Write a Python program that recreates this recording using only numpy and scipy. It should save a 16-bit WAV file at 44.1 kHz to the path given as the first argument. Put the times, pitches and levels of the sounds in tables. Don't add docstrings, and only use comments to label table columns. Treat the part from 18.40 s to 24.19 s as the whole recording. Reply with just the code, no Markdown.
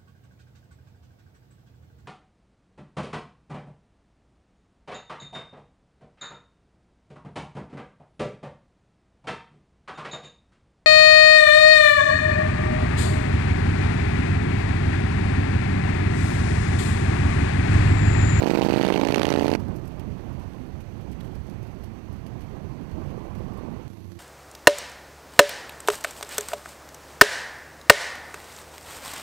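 import sys
import numpy as np
from scipy import signal
from scipy.fft import rfft, irfft, next_fast_len
from scipy.io import wavfile
from scipy.ndimage import uniform_filter1d, map_coordinates

SR = 44100
rng = np.random.default_rng(int(sys.argv[2]) if len(sys.argv) > 2 else 0)


def transcribe(signal):
    frames = np.atleast_2d(signal).T
    limited = np.clip(frames, -1, 1)
    pcm = np.round(limited * 32767).astype(np.int16)
    wavfile.write(sys.argv[1], SR, pcm)


def to_linear_factor(level_db):
    exponent = np.asarray(level_db, float) / 20
    return 10 ** exponent


N = 255337

SCENE_CHANGES = 1.1625, 5.48
# (time [s], peak [dB])
CLICKS = [(5.4335, -48), (5.48, -41)]

# (time [s], wind [dB], nearness of the pack [dB])
WALL_AIR = [(0, -32.5, -30.5), (.3, -30.5, -30), (.6, -35, -35.5), (.9, -31.5, -34), (1.17, -28.5, -31)]
RIDE_AIR = [(1.17, -37, -39.5), (1.25, -35, -39.5), (1.53, -40, -44), (1.94, -40, -42.5), (2.4, -42, -47),
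            (2.8, -41.5, -45.5), (3.3, -40, -46), (3.8, -43, -47.5), (4.1, -41, -44), (4.42, -43, -44.5),
            (4.6, -39.5, -41.5), (4.8, -42, -43.5), (5.42, -39.5, -42.5), (5.48, -39, -45.5)]
STREET_AIR = [(5.48, -42, -50), (5.57, -46, -46.5), (5.8, -40.5, -50)]
# (roar over drone [dB], hiss [dB], share of nearness in the hiss [1])
WALL_MIX = (-7.5, -40.5, 0.41)
RIDE_MIX = (-10.5, -61, 0.37)
STREET_MIX = (-8, -59, .1)

# (frequency [Hz], density [dB per Hz])
WALL_RUMBLE = [(30, -5), (60, 0), (120, 5), (190, -8), (300, -13), (500, -10), (800, -17)]
RIDE_RUMBLE = [(8.8, -56), (15, -7), (43, -2.5), (86, 1.5), (144, -1), (172, -8), (200, -10), (260, -24.5),
               (440, -120)]
STREET_RUMBLE = [(18, -61), (101, 8), (140, -5), (290, -10), (337, 4), (373, -22), (600, -24), (900, -75)]
# (frequency [Hz], density [dB per Hz])
DRONE = [(100, -45), (170, 0.5), (230, 0.5), (300, -5.5), (380, -5.5), (480, -19.5), (700, -20)]
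ROAR = [(250, -51), (430, -2), (600, 1), (800, 1), (1130, -3), (1250, -8), (2000, -22.5), (3500, -32)]
TYRE_HISS = [(800, 1.5), (1500, 4.5), (2500, 1.5), (4000, -8), (6000, -12.5), (9000, -21), (12500, -19),
             (15800, -23)]
# (time [s], strength [dB], above -29.5 lifts the level, below lowers it)
THUMPS = [(2.031, -15), (2.19, -23), (3.001, -41), (3.14, -34), (3.291, -25), (3.687, 8), (3.767, -30),
          (4.505, 6)]

# (time [s], peak [dB], knock [dB], length [s])
RATTLES = [(1.1973, -51, 3, 0.0089), (1.283, -54, -11, 0.007), (1.361, -47.5, -27, 0.0082),
           (1.453, -52, -77, 0.007), (1.477, -50, -12, 0.007), (1.597, -50.5, 8, 0.0076),
           (1.93, -59, -15, 0.007), (1.9965, -56, 4, 0.007), (2.0214, -58, 6, 0.007),
           (2.135, -59, 15, 0.007), (2.2674, -58, -3, 0.0058), (2.406, -51.5, 4, 0.0076),
           (2.611, -57, -1, 0.007), (2.716, -54, -21, 0.007), (2.8066, -55, 15, 0.0076),
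           (2.953, -52, 2, 0.007), (3.068, -55, 2, 0.007), (3.098, -53, -3, 0.007),
           (3.231, -53, -2, 0.0063), (3.2701, -57, -5, 0.005), (3.4397, -48.5, 2, 0.0076),
           (3.535, -60, -3, 0.007), (3.727, -52, 1, 0.007), (3.866, -54, 4, 0.0076),
           (4.0089, -51, 2, 0.0075), (4.5148, -53, 0, 0.0052), (4.953, -53, 5, 0.007),
           (4.9832, -58, -7, 0.007), (5.135, -56, -6, 0.007), (5.176, -52, 1, 0.007)]
# (frequency [Hz], density [dB per Hz])
CHATTER = [(3000, -18), (5000, 3), (7000, -5.5), (10000, -3), (13000, -2), (14500, -9), (15800, -20)]
KNOCK = [(700, -22), (1500, 3), (3000, 7), (5000, -11), (7000, -18)]

NEAR_CRANK = .02177, 38.43, -.1638, .00335, -1, 32
FAR_CRANK = .45085, 37.22, -.1134, 0, -4, 20
IDLE_CRANK = 5.5006, 68.63, 2.47, 0, 0, 4
LATE_CRANK = 4.5, 50.8, 0, 0, 0, 19
SECOND_FIRING = .393, .398, .455, .49

# (time [s], blow [dB], wall echo [ms], throttle [dB])
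NEAR_PLAY = [
    (0, -5, 6.1, .1),
    (.4, -4.5, 6.4, 1.5),
    (.6, -7.5, 6.86, -6.5),
    (.8, -7, 7.14, -5.5),
    (1.2, -5.5, 6.82, -6.5),
]
FAR_PLAY = [
    (.3, -30, 6, -21),
    (.42, -26, 5.2, -7),
    (0.502, -8.5, 4.4, -2),
    (.6, -13, 4.8, -5.5),
    (.75, -17, 4.9, -1.5),
    (.9, -18, 4.6, -3.5),
    (1.03, -23, 5.2, -10.5),
    (1.14, -34, 6, -2.5),
]
IDLE_PLAY = [
    (5.5, -29, 9, -1),
    (5.72, -31, 11, .1),
    (5.8, -40, 13, -3),
]
LATE_PLAY = [
    (4.5, -50, 8, -12),
    (4.77, -42, 8, .1),
    (5.36, -41, 8, 1.5),
    (5.45, -52, 8, -14),
]

# (frequency [Hz], density [dB per Hz])
NEAR_GAS = [(800, 4), (1600, 0), (2600, 2.5), (3300, -4), (4600, -8), (6000, -18), (10000, -24.5),
            (15500, -28.5)]
FAR_GAS = [(500, -39), (1200, 6.5), (2400, 8), (3500, 0.5), (5000, -5), (8000, -18), (12000, -20),
           (15500, -33)]
LATE_GAS = [(400, -25), (700, -8), (950, -3), (1080, 0), (1170, 0), (1230, -14), (1500, -20), (2000, -26)]
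# (frequency [Hz], density [dB per Hz])
VALVE_TICK = [(1000, 7.5), (3000, 3), (6000, -4.5), (9000, -11.5), (12000, -6), (14000, -11), (15800, -21)]
# (frequency [Hz], width [Hz], level [dB])
IDLE_PIPE = [(94, 19.4, 11), (175, 29, 2.5), (348, 23, -9), (700, 180, -45)]

# (frequency [Hz], width [Hz], level [dB])
MIC_CAVITY = [(4430, 500, 5), (6110, 500, 7), (7910, 500, 6), (9740, 500, 6), (11400, 700, 6),
              (13200, 900, 4)]
# (frequency [Hz], density [dB per Hz])
SPARE_HISS = [(30, 14), (300, 2), (1000, -6), (2500, -6), (5000, -6), (10000, -1.5), (15500, 3.5)]


def unit(x):
    return x / np.sqrt(np.mean(x ** 2) + 1e-20)


def curves(rows, s):
    at, *columns = np.transpose(rows)
    return [np.interp(s, at, column) for column in columns]


def wobble(rate):
    knots = rng.standard_normal(int(N * rate / SR) + 4)
    return map_coordinates(knots, [np.arange(N) * rate / SR])


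def filtered(x, response):
    m = next_fast_len(N + SR // 4)
    return irfft(rfft(x, m) * response(np.fft.rfftfreq(m, 1 / SR)), m)[..., :N]


def rush(spectrum, patchy_db):
    z = signal.stft(rng.standard_normal(N), nperseg=512)[2]
    patches = uniform_filter1d(rng.standard_normal(z.shape), size=5, axis=0)
    patches = uniform_filter1d(patches, size=8, axis=1)
    noise = signal.istft(z * to_linear_factor(patchy_db * unit(patches)), nperseg=512)[1][:N]
    f, db = np.transpose([(1, -120), *spectrum, (SR / 2, -120)])
    return unit(filtered(noise, lambda hz: to_linear_factor(np.interp(np.log(hz + 1), np.log(f + 1), db))))


def train(times, sizes, shape, lead=0):
    at = np.round(times * SR).astype(int)
    ok = (at >= 0) & (at < N)
    return signal.fftconvolve(np.bincount(at[ok], sizes[ok], N), shape)[lead:lead + N]


def traffic(rows, mix, low, high, lumpy_db, gusty_db, lift_db=0):
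    wind_db, pack_db = curves(rows, np.arange(N) / SR)
    roar_db, hiss_db, follows = mix
    throbs = np.diff(wobble(30), prepend=0)
    lumps = lumpy_db * np.clip(unit(throbs), -2.5, 2.5)
    rumble = unit(to_linear_factor(.4 * lumps + gusty_db * wobble(14)) * rush(low, patchy_db=.3))
    drone = unit(to_linear_factor(lumps + gusty_db * wobble(16)) * rush(DRONE, patchy_db=1.1))
    roar = unit(to_linear_factor(.6 * lumps + 1.6 * wobble(70)) * rush(ROAR, patchy_db=1.2))
    hiss = unit(to_linear_factor(lumps + .24 * wobble(12)) * rush(high, patchy_db=.9))
    hiss_db = hiss_db + follows * (pack_db - np.mean(rows, axis=0)[2])
    bed = to_linear_factor(wind_db + 1.5 * lift_db) * rumble
    bed = bed + to_linear_factor(pack_db + lift_db) * drone
    bed = bed + to_linear_factor(pack_db + roar_db + .38 * lift_db) * roar
    return bed + to_linear_factor(hiss_db + .075 * lift_db) * hiss


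def thumps():
    s, db = np.transpose(THUMPS)
    t = np.arange(SR // 8) / SR
    swell = (1 - np.exp(-t / .018)) * np.exp(-t / .025)
    return train(s, .34 * (db + 29.5), swell)


def firings():
    rate, over_pack_db, spread_db = 130, -2, 2.2
    chance = rng.random((int(rate * N / SR), 2))
    s = chance[:, 0] * N / SR
    db = curves(RIDE_AIR, s)[1] + over_pack_db - spread_db * np.log(chance[:, 1] + .03)
    return bark(500, 300, .0014, .002, .2, 130, -6)(s, to_linear_factor(db))


def rattles():
    lead_s, shakes_a_s, shake_db = .003, 70, -79
    rough_s, rough_wide_s, rough_db = 2.79, .08, 14
    t = np.arange(SR // 10) / SR
    gates = np.zeros((2, N))
    for s, db, knock_db, length in RATTLES:
        burst = (1 - np.exp(-t / .003)) * np.exp(-t / length)
        levels = to_linear_factor(np.array([[db - 7], [db - 8 + .8 * knock_db]]))
        gates[:, round((s - lead_s) * SR):][:, :len(t)] += levels * burst
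    chance = rng.random((int(shakes_a_s * N / SR), 2))
    s = chance[:, 0] * N / SR
    db = shake_db - 1.6 * np.log(chance[:, 1] + .015)
    db = db + rough_db * np.exp(-((s - rough_s) / rough_wide_s) ** 2)
    shakes = train(s, to_linear_factor(db), (1 - np.exp(-t / .0024)) * np.exp(-t / .007))
    gates = gates + shakes * to_linear_factor(np.array([[-2], [4]]))
    flutter = to_linear_factor(2.2 * wobble(350))
    return flutter * (gates[0] * rush(CHATTER, patchy_db=1.5) + gates[1] * rush(KNOCK, patchy_db=1.5))


def clicks():
    s, db = np.transpose(CLICKS)
    return train(s, to_linear_factor(db + 10), np.exp(-np.arange(300) / 40))


def thud(times, sizes):
    def pipe(hz):
        return sum(to_linear_factor(db + 38.5) * 1j * hz * w / (c * c - hz * hz + 1j * hz * w) for c, w, db in IDLE_PIPE)

    return filtered(train(times + .002, sizes, np.hanning(60) / 30), pipe)


def bark(rise_hz, fall_hz, rise_s, fall_s, snap, boom_hz, boom_db, ring_db=-40):
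    t = np.arange(-200, 900) / SR
    swing = np.cos(2 * np.pi * np.where(t < 0, rise_hz, fall_hz) * t)
    shape = -swing * np.where(t < 0, np.exp(-(t / rise_s) ** 2), np.exp(-t / fall_s))
    shape = (1 - snap) * shape - snap * np.exp(-(t / .00045) ** 2)
    boom = np.sin(2 * np.pi * boom_hz * t) * (t > 0) * np.exp(-t / .0032)
    ring = np.cos(2 * np.pi * 880 * t) * np.exp(-np.abs(t) / np.where(t < 0, .001, .0017))
    shape = shape + to_linear_factor(boom_db) * boom - to_linear_factor(ring_db) * ring
    shape = uniform_filter1d(shape - shape.mean(), size=9)
    shape = shape * signal.windows.tukey(len(t), .2)
    return lambda times, sizes: train(times, sizes, shape, 200)


def twin(crank, play, second, pulse, gas, second_db, second_rasp_db, rasp_db, echo_db, echo_rasp_db,
         rasp_s, late_ms, scatter_db, patchy_db):
    start, cycle_ms, change_ms, ease_ms, *span = crank
    whole = np.arange(*span)
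    turn = np.sort(np.r_[whole, whole + second])
    fire = start + (cycle_ms * turn + change_ms * turn ** 2 / 2 + ease_ms * turn ** 3 / 6) / 1000
    chance = rng.standard_normal((len(fire), 7))
    blow_db, echo_ms, throttle_db = curves(play, fire)
    is_second = turn % 1 > 0
    rasp_db = rasp_db + throttle_db + second_rasp_db * is_second
    blow_db = blow_db + second_db * is_second
    fire = fire + .00007 * chance[:, 0]
    times = np.r_[fire, fire + echo_ms / 1000, fire + 1.75 * echo_ms / 1000]
    blows = np.r_[blow_db + scatter_db * chance[:, 1],
                  blow_db + echo_db + 2.2 * chance[:, 2],
                  blow_db + echo_db - 7 + 2.2 * chance[:, 3]]
    rasps = np.r_[rasp_db, rasp_db + echo_rasp_db, rasp_db + echo_rasp_db - 6]
    rasps = rasps + 2.2 * chance[:, 4:].T.ravel()
    t = np.arange(-200, 1200) / SR
    puff = np.exp(np.where(t < 0, t / (.35 * rasp_s), -t / rasp_s))
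    puff = puff + .046 * np.exp(-np.abs(t) / .0059)
    gate = np.abs(train(times + late_ms / 1000, to_linear_factor(rasps), puff, 200))
    return pulse(times, to_linear_factor(blows)) + gate * rush(gas, patchy_db)


def scene():
    t = np.arange(N) / SR
    first = np.clip((SCENE_CHANGES[0] - t) / .002, 0, 1)
    last = np.clip((t - SCENE_CHANGES[1]) / .002, 0, 1)
    near_second, far_second, idle_second, late_second = SECOND_FIRING

    near_bark = bark(467, 315, .0012, .0018, .46, 170, -10, ring_db=-14.5)
    near = twin(NEAR_CRANK, NEAR_PLAY, near_second, near_bark, NEAR_GAS,
                second_db=1.5, second_rasp_db=-.2, rasp_db=-27, echo_db=-13.5, echo_rasp_db=2.5,
                rasp_s=.0013, late_ms=.51, scatter_db=.25, patchy_db=2)
    far_bark = bark(890, 291, .0012, .0032, .2, 200, -21)
    far = twin(FAR_CRANK, FAR_PLAY, far_second, far_bark, FAR_GAS,
               second_db=-1.1, second_rasp_db=.5, rasp_db=-17.5, echo_db=-24, echo_rasp_db=-48,
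               rasp_s=.0017, late_ms=.0048, scatter_db=3.5, patchy_db=1.5)
    idle = twin(IDLE_CRANK, IDLE_PLAY, idle_second, thud, VALVE_TICK,
                second_db=-3, second_rasp_db=-5, rasp_db=-53, echo_db=-6, echo_rasp_db=-12,
                rasp_s=.005, late_ms=1.5, scatter_db=1.5, patchy_db=1.4)
    late_bark = bark(480, 340, .0021, .0013, .41, 170, -22)
    late = twin(LATE_CRANK, LATE_PLAY, late_second, late_bark, LATE_GAS,
                second_db=6.5, second_rasp_db=-1, rasp_db=-57, echo_db=-12, echo_rasp_db=-1.5,
                rasp_s=.0093, late_ms=.22, scatter_db=4.5, patchy_db=3)

    wall_air = traffic(WALL_AIR, WALL_MIX, WALL_RUMBLE, TYRE_HISS, lumpy_db=2.2, gusty_db=.3)
    ride_air = traffic(RIDE_AIR, RIDE_MIX, RIDE_RUMBLE, TYRE_HISS, lumpy_db=-.3, gusty_db=1.5, lift_db=thumps())
    street_air = traffic(STREET_AIR, STREET_MIX, STREET_RUMBLE, VALVE_TICK, lumpy_db=.8, gusty_db=.3)

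    wall = first * (near + far + wall_air)
    ride = (1 - first) * (1 - last) * to_linear_factor(7.5) * (ride_air + firings() + late + rattles())
    street = last * (idle + street_air)
    return np.array([np.zeros(N), wall + ride + street + clicks()])


def band_limit(x):
    return signal.sosfilt(signal.butter(12, 15960, fs=SR, output="sos"), x)


def record(dry):
    def cavity(hz):
        return to_linear_factor(sum(db / (1 + (2 * (hz - c) / w) ** 2) for c, w, db in MIC_CAVITY))

    right = filtered(dry[1], cavity)
    right = right / (1 + np.abs(right / .56) ** 6) ** (1 / 6)
    left = to_linear_factor(-70) * right + to_linear_factor(-82.5) * rush(SPARE_HISS, patchy_db=.4)
    return band_limit(np.array([left, right]))


dry = scene()
out = record(dry)
transcribe(out)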